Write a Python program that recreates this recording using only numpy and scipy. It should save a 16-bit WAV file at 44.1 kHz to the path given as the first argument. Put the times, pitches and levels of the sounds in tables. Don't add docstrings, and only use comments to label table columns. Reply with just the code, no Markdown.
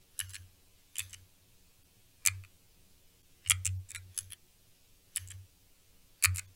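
import sys
import numpy as np
from scipy import signal
from scipy.fft import rfft
from scipy.io import wavfile
from scipy.ndimage import uniform_filter1d

SR = 44100
rng = np.random.default_rng(int(sys.argv[2]) if len(sys.argv) > 2 else 0)


def to_wav(s):
    ch = np.atleast_2d(s).T
    pcm = np.round(np.clip(ch, -1, 1) * 32767)
    wavfile.write(sys.argv[1], SR, pcm.astype(np.int16))


def attenuation_scalar(level_db):
    decades = np.asarray(level_db, float) / 20
    return 10 ** decades


N = 288855

# (time [s], snap level [dB], knock level [dB], nominal contact length [ms])
CONTACTS = [(0.1788, -45, -51, .88), (.192, -13.5, -30, 0.34), (0.2001, -30, -21, 0.65),
            (0.209, -37, -35.5, .74), (0.2945, -32.5, -54, 0.13), (0.3348, -33, -38, 0.8),
            (0.344, -26, -33.5, 0.72), (0.347, -33.5, -42, 1.2), (0.353, -36, -29, 0.37),
            (0.956, -29, -29.5, 1.06), (0.9798, -40, -33, .22), (0.9834, -16, -35.5, 1.16),
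            (.992, -27, -22.5, 0.84), (1.0002, -32, -31.5, 0.27), (1.0085, -34, -40, 0.36),
            (1.0958, -41, -53, 1.5), (1.1307, -30, -41, .86), (1.1343, -30.5, -34, 0.097),
            (2.2517, -20, -26, 0.68), (2.262, -4.5, -21, 0.31), (2.265, -24, -40, .5),
            (2.2718, -23.5, -12, 0.63), (2.4372, -45.5, -38, 0.9), (3.4491, -55, -44, 0.89),
            (3.4614, -43, -28.5, 1.2), (3.4762, -29.5, -44, .44), (3.4982, -2.5, -24, 0.68),
            (3.5024, -26, -40, .9), (3.5062, -17.5, -7.5, 0.67), (3.512, -30, -38, .62),
            (3.649, -18, -45, 0.25), (3.655, -10.5, -25, 0.58), (3.6638, -18.5, -26, .37),
            (3.679, -53.5, -36.5, 0.4), (3.8883, -41, -54.5, 0.44), (3.891, -35.5, -51, 0.58),
            (3.8958, -40, -60, 0.77), (3.9059, -24, -41, 0.4), (3.9112, -65, -42, 0.73),
            (3.9485, -22.5, -25.5, 0.47), (3.953, -31.5, -28, 0.34), (4.146, -45.5, -53, .57),
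            (4.165, -38, -50, 0.7), (4.177, -14, -30.5, 0.68), (4.1965, -32, -50, 1.2),
            (4.3036, -37, -43.5, 1.3), (4.3215, -26, -32, 0.31), (4.3266, -52.5, -40.5, 1),
            (5.1545, -37.5, -40, 0.33), (5.1608, -11.5, -30, 0.48), (5.1677, -28, -23, 0.56),
            (5.275, -33, -52, .8), (5.302, -37, -43, 0.78), (5.305, -29, -42, 0.79),
            (5.3094, -46, -34, 0.53), (6.2251, -20.5, -25, 0.61), (6.2339, -19, -39.5, 0.41),
            (6.2368, -43, -22.5, 1.3), (6.2393, -3, -23.5, 0.54), (6.2453, -11, -5, 0.32),
            (6.2488, -21.5, -26.5, 0.28), (6.267, -55, -51, .45), (6.3467, -31, -44, .61),
            (6.3508, -32, -44, 0.93), (6.36, -21.5, -37, 0.29), (6.38, -22.5, -38, 1.1),
            (6.3832, -17, -26, 0.55), (6.3852, -45, -29, 1.13)]
# (time [s], main knock [Hz], snap colour [Hz], keycap mode [Hz], keycap mode level [dB])
COLOURS = [(0, 3770, 9800, 5300, -2), (.197, 2984, 10200, 1776, 1.5), (.27, 2920, 8300, 1700, -3),
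           (.34, 4060, 8940, 1740, -2), (.35, 2895, 8300, 1700, -5), (.7, 2970, 8700, 1770, -20),
           (.975, 2440, 9170, 3530, -0.5), (1.07, 2990, 6660, 1880, -7), (2.1, 2400, 8550, 1261, -11),
           (3.4, 2830, 7800, 1800, -12), (3.49, 3180, 9140, 2270, 1.5), (3.63, 2806, 8300, 2030, -10.5),
           (3.85, 2365, 8300, 3690, -8), (4.12, 3410, 9600, 1834, -6.5), (4.26, 3180, 10600, 1760, -6.5),
           (5.1, 3700, 9470, 5200, -4.5), (5.165, 2950, 9070, 1840, -3.5), (5.25, 3060, 8560, 1710, -4),
           (6.15, 2430, 9070, 4560, -4.5), (6.32, 2400, 9100, 1500, -13), (6.375, 2416, 8150, 1500, -8)]
# (frequency [Hz], level [dB], T60 [s])
SNAP_MODES = [(5020, -6, 0.0052), (6350, -8.5, 0.012), (7660, 4.5, 0.0032), (8300, -0.5, 0.0024),
              (9820, 1, 0.0028), (10340, -6, 0.0086), (11270, -6.5, 0.0076), (12800, -9.5, .005),
              (14900, -11, 0.0027), (15400, -18, .004)]
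# (frequency [Hz], level [dB], T60 [s])
CASE_MODES = [(1248, -9, .011), (1760, -12, 0.015), (2053, -2, .008), (2400, 1, 0.011),
              (2626, -4.5, 0.0061), (3093, -12.5, 0.0096), (3677, -10, 0.0081), (4420, -8.5, 0.0083)]
# (frequency [Hz], level [dB], T60 [s])
SPRING_MODES = [(7900, -38, .07), (9870, -39, .1), (10060, -39, .08)]
# (frequency [Hz], level [dB], T60 [s])
THUD_MODES = [(125, -38, .08), (200, -34, 0.027), (330, -45.5, 0.04), (585, -40.5, 0.022)]
# (loudest time [s], case level [dB], housing level [dB])
STROKES = [(.225, -56, -53.5), (.325, -53.5, -50.5), (.79, -71, -84), (1.019, -55.5, -52),
           (1.131, -61, -59.5), (2.251, -64.5, -80), (2.33, -61.5, -72), (3.47, -60, -75),
           (3.58, -60.5, -77), (3.945, -62, -67), (4.14, -66, -73), (4.205, -64, -53.5),
           (5.2, -56.5, -53.5), (5.33, -64.5, -65.5), (6.22, -64, -76.5), (6.359, -56.5, -67.5)]
# (start [s], peak level [dB], frequency [Hz], hold [s])
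SWAYS = [(0.191, -45, 92.66, 0.075), (0.359, -47, 90.5, 0.034), (0.972, -49, 93.4, 0.074),
         (1.126, -53.5, 91, .05), (2.26, -38.5, 95, 0.096), (3.446, -44, 91.2, .03),
         (3.491, -35.5, 92.2, 0.077), (3.648, -31.5, 93.2, 0.091), (3.904, -50.5, 88.7, 0.023),
         (3.947, -48, 92.8, 0.12), (4.177, -50, 94.2, 0.064), (5.169, -44.5, 92.2, 0.1),
         (5.306, -45, 95, 0.06), (6.242, -28.5, 91.5, 0.046), (6.395, -52, 94, 0.055)]
# (frequency [Hz], T60 [s])
ROOM_T60 = [(300, .1), (1400, 0.22), (2400, 0.14), (5000, 0.11), (8000, 0.23), (10000, 0.056), (14000, 0.1)]
# (frequency [Hz], relative level [dB])
ROOM_COLOUR = [(500, -9), (1500, 7), (2500, 0.5), (4500, 5), (6300, -8), (8000, -10.5), (10000, 2),
               (15000, -5)]
# (frequency [Hz], relative density [dB per Hz])
HISS_SPECTRUM = [(12, -12), (24, 2), (37, -16.5), (54, -2.5), (85, -16), (122, -10.5), (200, -21),
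                 (400, -23), (800, -31), (1300, -33.5), (1900, -33), (2600, -27.5), (4500, -29),
                 (9000, -30.5), (16000, -31.5)]
# (start [s], length [s], level change over the length [dB])
FREEZES = [(.265, .022, -2), (.311, .024, -1), (1.823, .021, -2), (3.21, .021, -2), (3.768, .021, -2),
           (3.954, .023, -5), (6.453, .022, -2)]

NOMINAL_KNOCK_HZ, CAP_T60_S = 2400, 0.013
SHELL_TOP_HZ = 1500
SHELL_DB_PER_DB, FIRM_KNOCK_DB = 0.4, -7.5
CASE_RUB_RISE_DB_PER_S, CASE_RUB_FALL_DB_PER_S = 201.5, 168
HOUSING_RUB_RISE_DB_PER_S, HOUSING_RUB_FALL_DB_PER_S = 208.5, 217
SWELL_S, SAG_DB_PER_S, DAMPED_DB_PER_S = 0.042, 41.5, 301
HISS_DB, ROOM_DB = -60, -20
SECOND_PATH_SAMPLES, EDGE_HZ = 477, 15900


def keys():
    knocks, snaps, thuds = np.zeros(N), np.zeros(N), np.zeros(N)
    chance = rng.standard_normal((len(CONTACTS), 3, 400))
    ping, thud = decaying_modes(SPRING_MODES, 0.15), decaying_modes(THUD_MODES, 0.17)
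    t_ms = np.arange(400) * 1000 / SR
    hz, db, t60_s = np.transpose(SNAP_MODES)
    for (start_s, snap_db, knock_db, contact_ms), draws in zip(CONTACTS, chance):
        snap_draw, knock_draw, crack_draw = draws
        snap_hz = colours_at(start_s)[1]
        contact_ms = max(contact_ms, 0.1)
        octaves_off = np.log2(hz / snap_hz)
        near_db = -12 * np.minimum((octaves_off / 0.34) ** 2, 1.3)
        crack_envelope = (1 - np.exp(-t_ms / 0.087)) * np.exp(-t_ms / (1.1 * contact_ms))
        crack = np.diff(crack_draw, prepend=0) * crack_envelope
        snap = ring(hz, db + near_db, t60_s, 1.2 * contact_ms, 0.087 * contact_ms, 0.9, snap_draw)
        modes = case_modes(start_s, knock_db)
        knock = ring(*modes.T, 1.8 * contact_ms, 0.95 * contact_ms, 0.41, knock_draw)
        add(snaps, start_s, attenuation_scalar(snap_db - 14) * crack)
        add(snaps, start_s, attenuation_scalar(snap_db) * snap)
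        add(knocks, start_s, attenuation_scalar(snap_db) * ping)
        add(knocks, start_s, attenuation_scalar(knock_db) * knock)
        add(thuds, start_s, attenuation_scalar(knock_db) * thud)
    jacket = signal.butter(2, 2200, "high", fs=SR, output="sos")
    return small_body(knocks + signal.sosfilt(jacket, snaps)) + thuds


def ring(hz, db, t60_s, contact_ms, rise_ms, rattle, chance):
    t = np.arange(1200)[:, None] / SR
    detune = 1 + 0.019 * chance[-len(hz):]
    soft = 1 - np.exp(-(t * 1000 / rise_ms) ** 2)
    phase = 2 * np.pi * (hz * detune * t + chance[-30:][:len(hz)])
    body = (attenuation_scalar(db - 60 * t / t60_s) * soft * np.sin(phase)).sum(1)
    contacts_elapsed = t[:len(chance), 0] * 1000 / max(contact_ms, 0.05)
    drive = chance * contacts_elapsed * np.exp(-contacts_elapsed)
    drive *= rattle / np.linalg.norm(drive)
    drive[0] = 1
    sound = np.convolve(body, drive)
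    return sound / np.sqrt(uniform_filter1d(2 * sound ** 2, size=26).max())


def decaying_modes(modes, seconds):
    hz, db, t60_s = np.transpose(modes)
    t = np.arange(round(seconds * SR))[:, None] / SR
    envelope = attenuation_scalar(db - 60 * t / t60_s) * (1 - np.exp(-t * hz))
    return (envelope * np.sin(2 * np.pi * hz * t)).sum(1)


def colours_at(time_s):
    return [row for row in COLOURS if row[0] <= time_s][-1][1:]


def case_modes(time_s, knock_db):
    knock_hz, _, cap_hz, cap_db = colours_at(time_s)
    modes = []
    for hz, db, t60_s in CASE_MODES:
        if hz < SHELL_TOP_HZ:
            modes.append((hz, db + SHELL_DB_PER_DB * (knock_db - FIRM_KNOCK_DB), t60_s))
        else:
            modes.append((hz * knock_hz / NOMINAL_KNOCK_HZ, db, t60_s))
    return np.array(modes + [(cap_hz, cap_db, CAP_T60_S)])


def small_body(x):
    return signal.sosfilt(signal.butter(7, 960, "high", fs=SR, output="sos"), x)


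def rubs():
    out = np.zeros(N)
    t = np.arange(-0.15, 0.25, 1 / SR)
    taper = signal.windows.tukey(len(t), 0.1)
    for peak_s, case_db, housing_db in STROKES:
        layers = [(case_db, case_modes(peak_s, -36.5), CASE_RUB_RISE_DB_PER_S, CASE_RUB_FALL_DB_PER_S),
                  (housing_db, SNAP_MODES, HOUSING_RUB_RISE_DB_PER_S, HOUSING_RUB_FALL_DB_PER_S)]
        for db, modes, rise, fall in layers:
            strength = rng.standard_normal(len(t)) * attenuation_scalar(2 * rng.exponential(1, len(t)))
            grains = strength * (rng.random(len(t)) < 2500 / SR)
            body = decaying_modes(np.array(modes) * [1, 0.45, 0.45], 0.03)
            sound = unit_rms(small_body(signal.oaconvolve(grains, body)[:len(t)]))
            envelope = attenuation_scalar(db + np.minimum(rise * t, -fall * t))
            add(out, peak_s + t[0], envelope * sound * taper)
    return out


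def desk():
    t = np.arange(SR // 2) / SR
    band = signal.butter(2, [35, 70], "band", fs=SR, output="sos")
    rumble = unit_rms(signal.sosfilt(band, rng.standard_normal(N)))
    power = np.zeros(N)
    for start_s, db, _, hold_s in SWAYS:
        sag_db = SAG_DB_PER_S * np.clip(t - SWELL_S, 0, hold_s)
        damping_db = DAMPED_DB_PER_S * np.maximum(t - SWELL_S - hold_s, 0)
        swell = np.sin(np.pi / 2 * np.minimum(t / SWELL_S, 1)) ** 2
        add(power, start_s, (attenuation_scalar(db - sag_db - damping_db) * swell) ** 2)
    start_s, _, hz, _ = np.transpose(SWAYS)
    latest = np.maximum(np.searchsorted(start_s, np.arange(N) / SR) - 1, 0)
    cycles = np.cumsum(hz[latest]) / SR + rng.random()
    sway = np.sqrt(power) * np.sin(2 * np.pi * cycles)
    return sway + attenuation_scalar(-25) * power ** 0.35 * rumble


def room(x):
    taps = np.zeros(SR // 2)
    at = np.arange(60, len(taps) - 12, 12)
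    taps[at + rng.integers(0, 12, len(at))] = rng.choice([-1., 1.], len(at))
    hz, t, z = signal.stft(taps, SR, nperseg=128)
    decay = attenuation_scalar(-60 * t / read(ROOM_T60, hz)[:, None])
    tail = signal.istft(z * decay, SR, nperseg=128)[1]
    gains = attenuation_scalar(read(ROOM_COLOUR, np.linspace(0, SR / 2, 128)))
    colour = signal.firwin2(255, np.linspace(0, 1, 128), gains)
    tail = signal.lfilter(colour, 1, tail)[127:]
    return signal.fftconvolve(x, tail / np.linalg.norm(tail))[:N]


def hiss():
    frames, hz = N // 512 + 5, np.fft.rfftfreq(2048, 1 / SR)
    real, imag, patches = rng.standard_normal((frames, 1025, 3)).T
    patches = uniform_filter1d(patches, size=30, axis=0)
    patches = unit_rms(uniform_filter1d(patches, size=10, axis=1))
    z = (real + 1j * imag) * attenuation_scalar(read(HISS_SPECTRUM, hz)[:, None] + 0.66 * patches)
    noise = signal.istft(z, nperseg=2048, noverlap=1536)[1][:N]
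    return attenuation_scalar(HISS_DB) * unit_rms(noise)


def unit_rms(x):
    return x / np.sqrt(np.mean(x ** 2) + 1e-20)


def read(points, hz):
    f, value = np.transpose(points)
    return np.interp(np.log(hz + 1), np.log(f + 1), value)


def add(mix, start_s, sound):
    part = mix[round(start_s * SR):][:len(sound)]
    part += sound[:len(part)]


def scene():
    clicks = keys()
    return (clicks + attenuation_scalar(ROOM_DB) * room(clicks) + rubs() + desk() + hiss())[None]


def frozen(x, count=9, size=140):
    out = x.copy()
    low = uniform_filter1d(uniform_filter1d(x, size=40), size=40)
    for start_s, length_s, fade_db in FREEZES:
        i, t = round(start_s * SR), np.arange(round(length_s * SR))
        z = rfft((x - low)[i - size:i] * np.hanning(size), 1024) * 4 / size
        tops = signal.find_peaks(abs(z), distance=2 * count)[0]
        tops = tops[np.argsort(-abs(z[tops]))[:count]]
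        turns = tops * (t[:, None] + size) / 1024
        held = (z[tops] * np.exp(2j * np.pi * turns)).real.sum(1)
        held = held * attenuation_scalar(fade_db * t / len(t)) + low[i:i + len(t)]
        blend = signal.windows.tukey(len(t), 0.3)
        out[i:i + len(t)] = blend * held + (1 - blend) * x[i:i + len(t)]
    return out


def low_pass(x):
    return signal.sosfilt(signal.butter(12, 17150, fs=SR, output="sos"), x)


def record(dry):
    stream = frozen(dry[0])
    delayed = np.pad(stream, (SECOND_PATH_SAMPLES, 0))[:N]
    both = (stream + delayed) / 2
    edge = signal.firwin(255, EDGE_HZ, window=("kaiser", 5), fs=SR)
    mix = signal.oaconvolve(both, edge, "same")[None]
    return low_pass(mix)


dry = scene()
out = record(dry)
to_wav(out)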